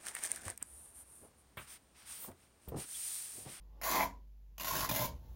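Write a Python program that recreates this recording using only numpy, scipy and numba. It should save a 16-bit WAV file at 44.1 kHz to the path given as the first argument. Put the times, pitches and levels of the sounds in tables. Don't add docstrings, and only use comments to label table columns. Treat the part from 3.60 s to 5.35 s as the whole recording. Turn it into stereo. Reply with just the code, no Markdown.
import sys
import numpy as np
from scipy import signal
from scipy.fft import rfft, irfft
from scipy.io import wavfile
from scipy.ndimage import uniform_filter1d
from numba import njit

SR = 44100
rng = np.random.default_rng(int(sys.argv[2]) if len(sys.argv) > 2 else 0)


def wav_record(signal):
    frames = np.transpose(np.atleast_2d(signal))
    bounded = np.clip(frames, -1, 1)
    quanta = np.round(bounded * 32767).astype(np.int16)
    wavfile.write(sys.argv[1], SR, quanta)


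N = 77175

# (time [s], snaps [dB], taut cloth [dB], loose panels [dB])
PULL_1 = [(.236, -36, -40, -65), (.26, -38, -38, -57.5), (0.287, -38, -36.5, -53), (0.298, -37.5, -40, -46),
          (.32, -36.5, -37, -48), (.35, -35.5, -34, -43), (0.371, -35.5, -30, -37.5),
          (0.387, -37, -38, -40), (0.409, -39, -28.5, -44.5), (.418, -37, -38.5, -45),
          (.428, -44, -32, -44.5), (0.439, -38, -41, -46.5)]
PULL_2 = [(1.046, -40.5, -46, -56), (1.07, -38, -44.5, -57), (1.105, -37.5, -43.5, -47),
          (1.145, -38.5, -43, -43), (1.195, -36.5, -48.5, -45), (1.228, -38.5, -40, -41),
          (1.249, -38.5, -38.5, -48), (1.259, -40.5, -43.5, -51)]
PULL_3 = [(1.292, -35, -38.5, -42), (1.305, -39.5, -39, -37), (1.335, -37, -45, -45.5),
          (1.362, -34, -39, -43), (1.41, -37, -37.5, -43.5), (1.458, -38, -41, -46)]
# (frequency [Hz], width [Hz], level [dB])
TAUT_MODES_1 = [(678.5, 160, -5), (950, 50, 2.5), (1047, 120, -3.5), (1550, 170, -12.5), (2150, 640, -8.5)]
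TAUT_MODES_2 = [(634, 100, -2.5), (964, 62, -1), (1074, 81, 1.5), (1480, 410, -13.5), (2126, 610, -10.5)]
TAUT_MODES_3 = [(612, 71, 2.5), (952, 43, 1.5), (1055, 56, -3.5), (1674, 180, -14), (2350, 230, -5.5)]
# (frequency [Hz], width [Hz], level [dB])
LOOSE_MODES_1 = [(192.7, 30, 2), (275, 60, 0), (363, 41, -3.5)]
LOOSE_MODES_2 = [(129.4, 24.4, 5), (203, 22, -9.5), (291, 88, -7)]
LOOSE_MODES_3 = [(131, 26, 0), (205, 34, -6), (277, 37, -3.5)]
# (start [Hz], end [Hz], width [Hz], level [dB])
RING_SAG = [(1118, 975, 50, -3), (1094, 1030, 100, -9), (1057, 1015, 60, -9.5)]
# (rate [1/s], scatter of strength [dB], top treble gain [dB])
STITCH_ROWS = [(299.8, 1.1, -0.5), (170, 2, -0.5), (140.03, 1.5, 4.5)]
# (frequency [Hz], level [dB])
SNAP_COLOUR = [(150, -27), (500, -0.5), (1500, 1), (2300, 3), (2900, 3), (4500, 2), (6500, 1), (7500, 1.5),
               (9300, 2), (12000, 1.5), (14500, -1.5), (16000, -0.5)]
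# (time [s], level [dB], cloth ring relative to it [dB])
THREAD_BREAKS = [(0.2148, -40.5, 3), (0.222, -39, 4.5), (0.2336, -34.5, -7), (0.313, -31.5, -1),
                 (0.9812, -41, -3), (0.9982, -35.5, -4.5), (1.0074, -35.5, -2), (1.012, -35.5, -9),
                 (1.019, -36.5, -12.5), (1.033, -35.5, -9), (1.1933, -31, -11), (1.2903, -32.5, -18),
                 (1.2943, -27, -10.5), (1.3127, -33.5, -11)]
# (time [s], level [dB])
RUSTLE_LEVEL = [(0, -69.5), (.09, -71.5), (.105, -72), (.2, -62), (.55, -68.5), (.66, -81), (.95, -81),
                (1.1, -54), (1.48, -49.5), (1.56, -64), (1.6, -66), (1.64, -64), (1.75, -66.5)]
FLAP_LEVEL = [(0, -67.5), (.3, -73), (.45, -51), (.62, -81.5), (1, -69.5), (1.15, -56), (1.35, -54.5),
              (1.5, -46.5), (1.6, -54.5), (1.68, -50.5), (1.75, -51)]
# (frequency [Hz], level [dB])
RUSTLE_COLOUR = [(60, 1), (140, 8), (300, -3), (550, -3.5), (1050, -6), (1350, -20), (4000, -23),
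                 (14000, -42)]
FLAP_COLOUR = [(25, -33), (45, -1), (62, 3), (90, -9), (135, -14.5), (200, -21), (500, -47)]
ROOM_TONE_COLOUR = [(30, -1), (140, 0.5), (300, -10), (600, -22), (1500, -23), (5000, -27), (15000, -28.5)]
# (frequency [Hz], T60 [s])
ROOM_T60 = [(100, .5), (300, 0.39), (700, .24), (2000, 0.21), (7000, 0.21), (15000, 0.12)]
# (frequency [Hz], likeness [correlation, clipped to +-0.99])
MIC_LIKENESS = [(60, -0.05), (150, 0.8), (300, 0), (700, 0.47), (1400, -0.55), (5000, 0.47), (7000, 0.8),
                (8500, 2.53), (9800, 5.1), (11200, 2.5), (12800, 2.2)]
# (frequency [Hz], left lead [rad])
MIC_PHASE = [(60, 0.5), (1000, -.5), (2200, -1.22), (4000, -1.85), (7000, -1.73), (8300, -3), (9800, -4),
             (10700, -4.5), (12000, -5), (13000, -5.5), (16000, -5.5)]
# (frequency [Hz], left over right [dB])
MIC_BALANCE = [(50, -5), (110, -3.5), (200, 1.5), (300, 4.5), (700, -1.5), (1100, 4), (2400, 0), (4400, 2),
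               (9000, -0.5)]

SNAP_TRIM_DB, TAUT_TRIM_DB, LOOSE_TRIM_DB = 1, -3, -0.5
ATTACK_S, RELEASE_S, UNEVENNESS, TOP_TREBLE_HZ = 0.00305, .008, .45, 11500
SPRAY_S, SPRAY_DB, FIBRES_PER_S, FRAY_DB = 0.0022, 3.5, 9000, -6
THREAD_S, THUD_DB = 0.0028, -15
BODY_T60_S, BODY_FROM_HZ = .03, 1230
ROOM_DB, FIRST_ECHO_S, ROOM_TONE_DB = -0.5, .003, -71.5
HUM_HZ, HUM_DB, HUM_WAVER_DB, HUM_DRIFT = 49.5, -54, -0.6, .012


def tear(course, sag, taut_modes, loose_modes, stitch_rows, rows=400):
    t = seconds()
    when, snap_db, taut_db, loose_db = np.array(course).T
    rate, scatter_db, top_db = stitch_rows
    start_hz, end_hz, width_hz, sag_db = sag
    gap, strength = rng.standard_normal((rows, 2)).T
    held = np.exp(UNEVENNESS * gap)
    times = when[0] + (np.cumsum(held) - held[0]) / rate
    sizes = np.sqrt(held) * undb(scatter_db * strength) * rng.choice([-1, 1], rows)
    sizes *= np.sqrt(SR / rate / np.mean(sizes ** 2))
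    attack = np.clip((t - when[0]) / ATTACK_S + 1, 0, 1)
    release = np.exp(-np.maximum(t - when[-1], 0) / RELEASE_S)
    force = attack * release * (snaps(times, sizes) + undb(FRAY_DB) * fibres())
    drive = lambda db: force * undb(np.interp(t, when, db))
    shelf_db = top_db / (1 + (TOP_TREBLE_HZ / bins()) ** 10)
    crackle = through(drive(snap_db + SNAP_TRIM_DB), causal(undb(per_hz(SNAP_COLOUR) + shelf_db)))
    taut = through(drive(taut_db + TAUT_TRIM_DB), resonances(taut_modes))
    loose = through(drive(loose_db + LOOSE_TRIM_DB), resonances(loose_modes))
    ring_hz = np.interp(t, when[[0, -1]], [start_hz, end_hz])
    ring = sagging_ring(drive(taut_db + sag_db), ring_hz, float(width_hz))
    return crackle + taut + loose + ring


def snaps(times, sizes):
    clicks = np.zeros(N)
    np.add.at(clicks, np.clip((times * SR).astype(int), 0, N - 1), sizes)
    pole = np.exp(-1 / (SPRAY_S * SR))
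    spray = np.sqrt(signal.lfilter([1 - pole], [1, -pole], clicks ** 2)) * fibres()
    return (clicks + undb(SPRAY_DB) * spray) / np.hypot(1, undb(SPRAY_DB))


def fibres():
    chance = FIBRES_PER_S / SR
    return rng.choice([-1, 1], N) * (rng.random(N) < chance) / np.sqrt(chance)


@njit
def sagging_ring(force, hz, width_hz):
    ring = np.empty(len(force))
    band_state, low_state = 0., 0.
    for i in range(len(force)):
        tuning, damping = np.tan(np.pi * hz[i] / SR), width_hz / hz[i]
        band = (band_state + tuning * (force[i] - low_state)) / (1 + tuning * (tuning + damping))
        band_state = 2 * band - band_state
        low_state += 2 * tuning * band
        ring[i] = damping * band
    return ring * np.sqrt(SR / (np.pi * width_hz))


def threads():
    when, db, ring_db = np.array(THREAD_BREAKS).T
    crack = through(snaps(when, undb(db)), causal(undb(per_hz(SNAP_COLOUR))))
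    ring = through(snaps(when, undb(db + ring_db)), resonances(TAUT_MODES_2))
    thud = through(snaps(when, undb(db + THUD_DB)), resonances(LOOSE_MODES_1))
    return (crack + ring + thud) * np.sqrt(THREAD_S * SR)


def rustle_and_flap():
    return noise(RUSTLE_COLOUR) * envelope(RUSTLE_LEVEL) + noise(FLAP_COLOUR) * envelope(FLAP_LEVEL)


def body_reflections(shirt, places=24, taps=2048):
    treble = through(shirt, 1 / (1 + BODY_FROM_HZ / (1j * bins())) ** 2)
    decay = np.exp(-np.log(1000) * seconds()[:taps] / BODY_T60_S)
    decay /= np.sqrt(np.sum(decay ** 2))
    echoes = diffuse(*rng.standard_normal((2, N)))
    place = np.linspace(0, places - 1, N)
    reflected = np.zeros((2, N + taps))
    for k in range(places):
        here = np.flatnonzero(np.abs(place - k) < 1)
        crossfaded = treble[here] * np.cos(np.pi / 2 * (place[here] - k))
        response = echoes[:, k * taps:(k + 1) * taps] * decay
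        reflected[:, here[0]:here[-1] + taps] += signal.fftconvolve(crossfaded[None], response, axes=1)
    return reflected[:, :N]


def tiled_room(shirt):
    age = np.maximum(seconds() - FIRST_ECHO_S, 0)
    echoes = rng.standard_normal((2, N))
    tail = 0
    for band_hz, t60 in ROOM_T60:
        band = per_hz([(hz, hz == band_hz) for hz, _ in ROOM_T60])
        decay = np.exp(-np.log(1000) * age / t60) * (age > 0)
        tail += through(echoes, band) * decay / np.sqrt(np.sum(decay ** 2))
    return through(shirt, rfft(diffuse(*tail), 2 * N))


def hum():
    phase = 2 * np.pi * np.cumsum(HUM_HZ * (1 + HUM_DRIFT * wander(rate_hz=12))) / SR
    return np.sqrt(2) * np.sin(phase) * undb(HUM_DB + HUM_WAVER_DB * wander(rate_hz=13))


def room_tone():
    return undb(ROOM_TONE_DB) * diffuse(noise(ROOM_TONE_COLOUR), noise(ROOM_TONE_COLOUR))


def diffuse(a, b):
    alike = np.clip(per_hz(MIC_LIKENESS), -.99, .99)
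    mid = through(a, np.sqrt((1 + alike) / 2))
    side = through(b, np.sqrt((1 - alike) / 2))
    return np.array([mid + side, mid - side])


def resonances(modes):
    f, power = bins(), 0
    for hz, width_hz, db in modes:
        detuning = (f / hz - hz / f) * hz / width_hz
        power += undb(db) ** 2 / (1 + detuning ** 2 / 2) ** 2
    return causal(np.sqrt(power))


def causal(gain):
    cepstrum = irfft(np.log(unit(gain) + 1e-6))
    cepstrum[1:N] *= 2
    cepstrum[N + 1:] = 0
    return np.exp(rfft(cepstrum))


def noise(colour):
    return through(rng.standard_normal(N), unit(undb(per_hz(colour))))


def wander(rate_hz):
    step = int(SR / rate_hz)
    return uniform_filter1d(np.repeat(rng.standard_normal(N // step + 1), step), step)[:N]


def envelope(points):
    return undb(np.interp(seconds(), *np.array(points).T))


def per_hz(points):
    hz, value = np.array(points, float).T
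    return np.interp(np.log(bins()), np.log(hz), value)


def through(x, response):
    return irfft(rfft(x, 2 * N) * response)[..., :N]


def unit(response):
    return response / np.sqrt(np.mean(np.abs(response) ** 2))


def undb(db):
    return 10 ** (np.asarray(db) / 20)


def seconds():
    return np.arange(N) / SR


def bins():
    return np.maximum(np.arange(N + 1) * SR / (2 * N), 1)


def scene():
    pulls = zip((PULL_1, PULL_2, PULL_3), RING_SAG, (TAUT_MODES_1, TAUT_MODES_2, TAUT_MODES_3),
                (LOOSE_MODES_1, LOOSE_MODES_2, LOOSE_MODES_3), STITCH_ROWS)
    shirt = sum(tear(*pull) for pull in pulls) + threads() + rustle_and_flap()
    in_room = shirt + body_reflections(shirt) + undb(ROOM_DB) * tiled_room(shirt)
    return in_room / np.hypot(1, undb(ROOM_DB)) + hum() + room_tone()


def record(dry):
    left = undb(per_hz(MIC_BALANCE) / 2) * np.exp(1j * per_hz(MIC_PHASE) / 2)
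    mics = through(dry, np.array([left, 1 / left]))
    top_cut = signal.ellip(10, .2, 80, 15900, fs=SR, output="sos")
    return signal.sosfilt(top_cut, mics)


dry = scene()
out = record(dry)
wav_record(out)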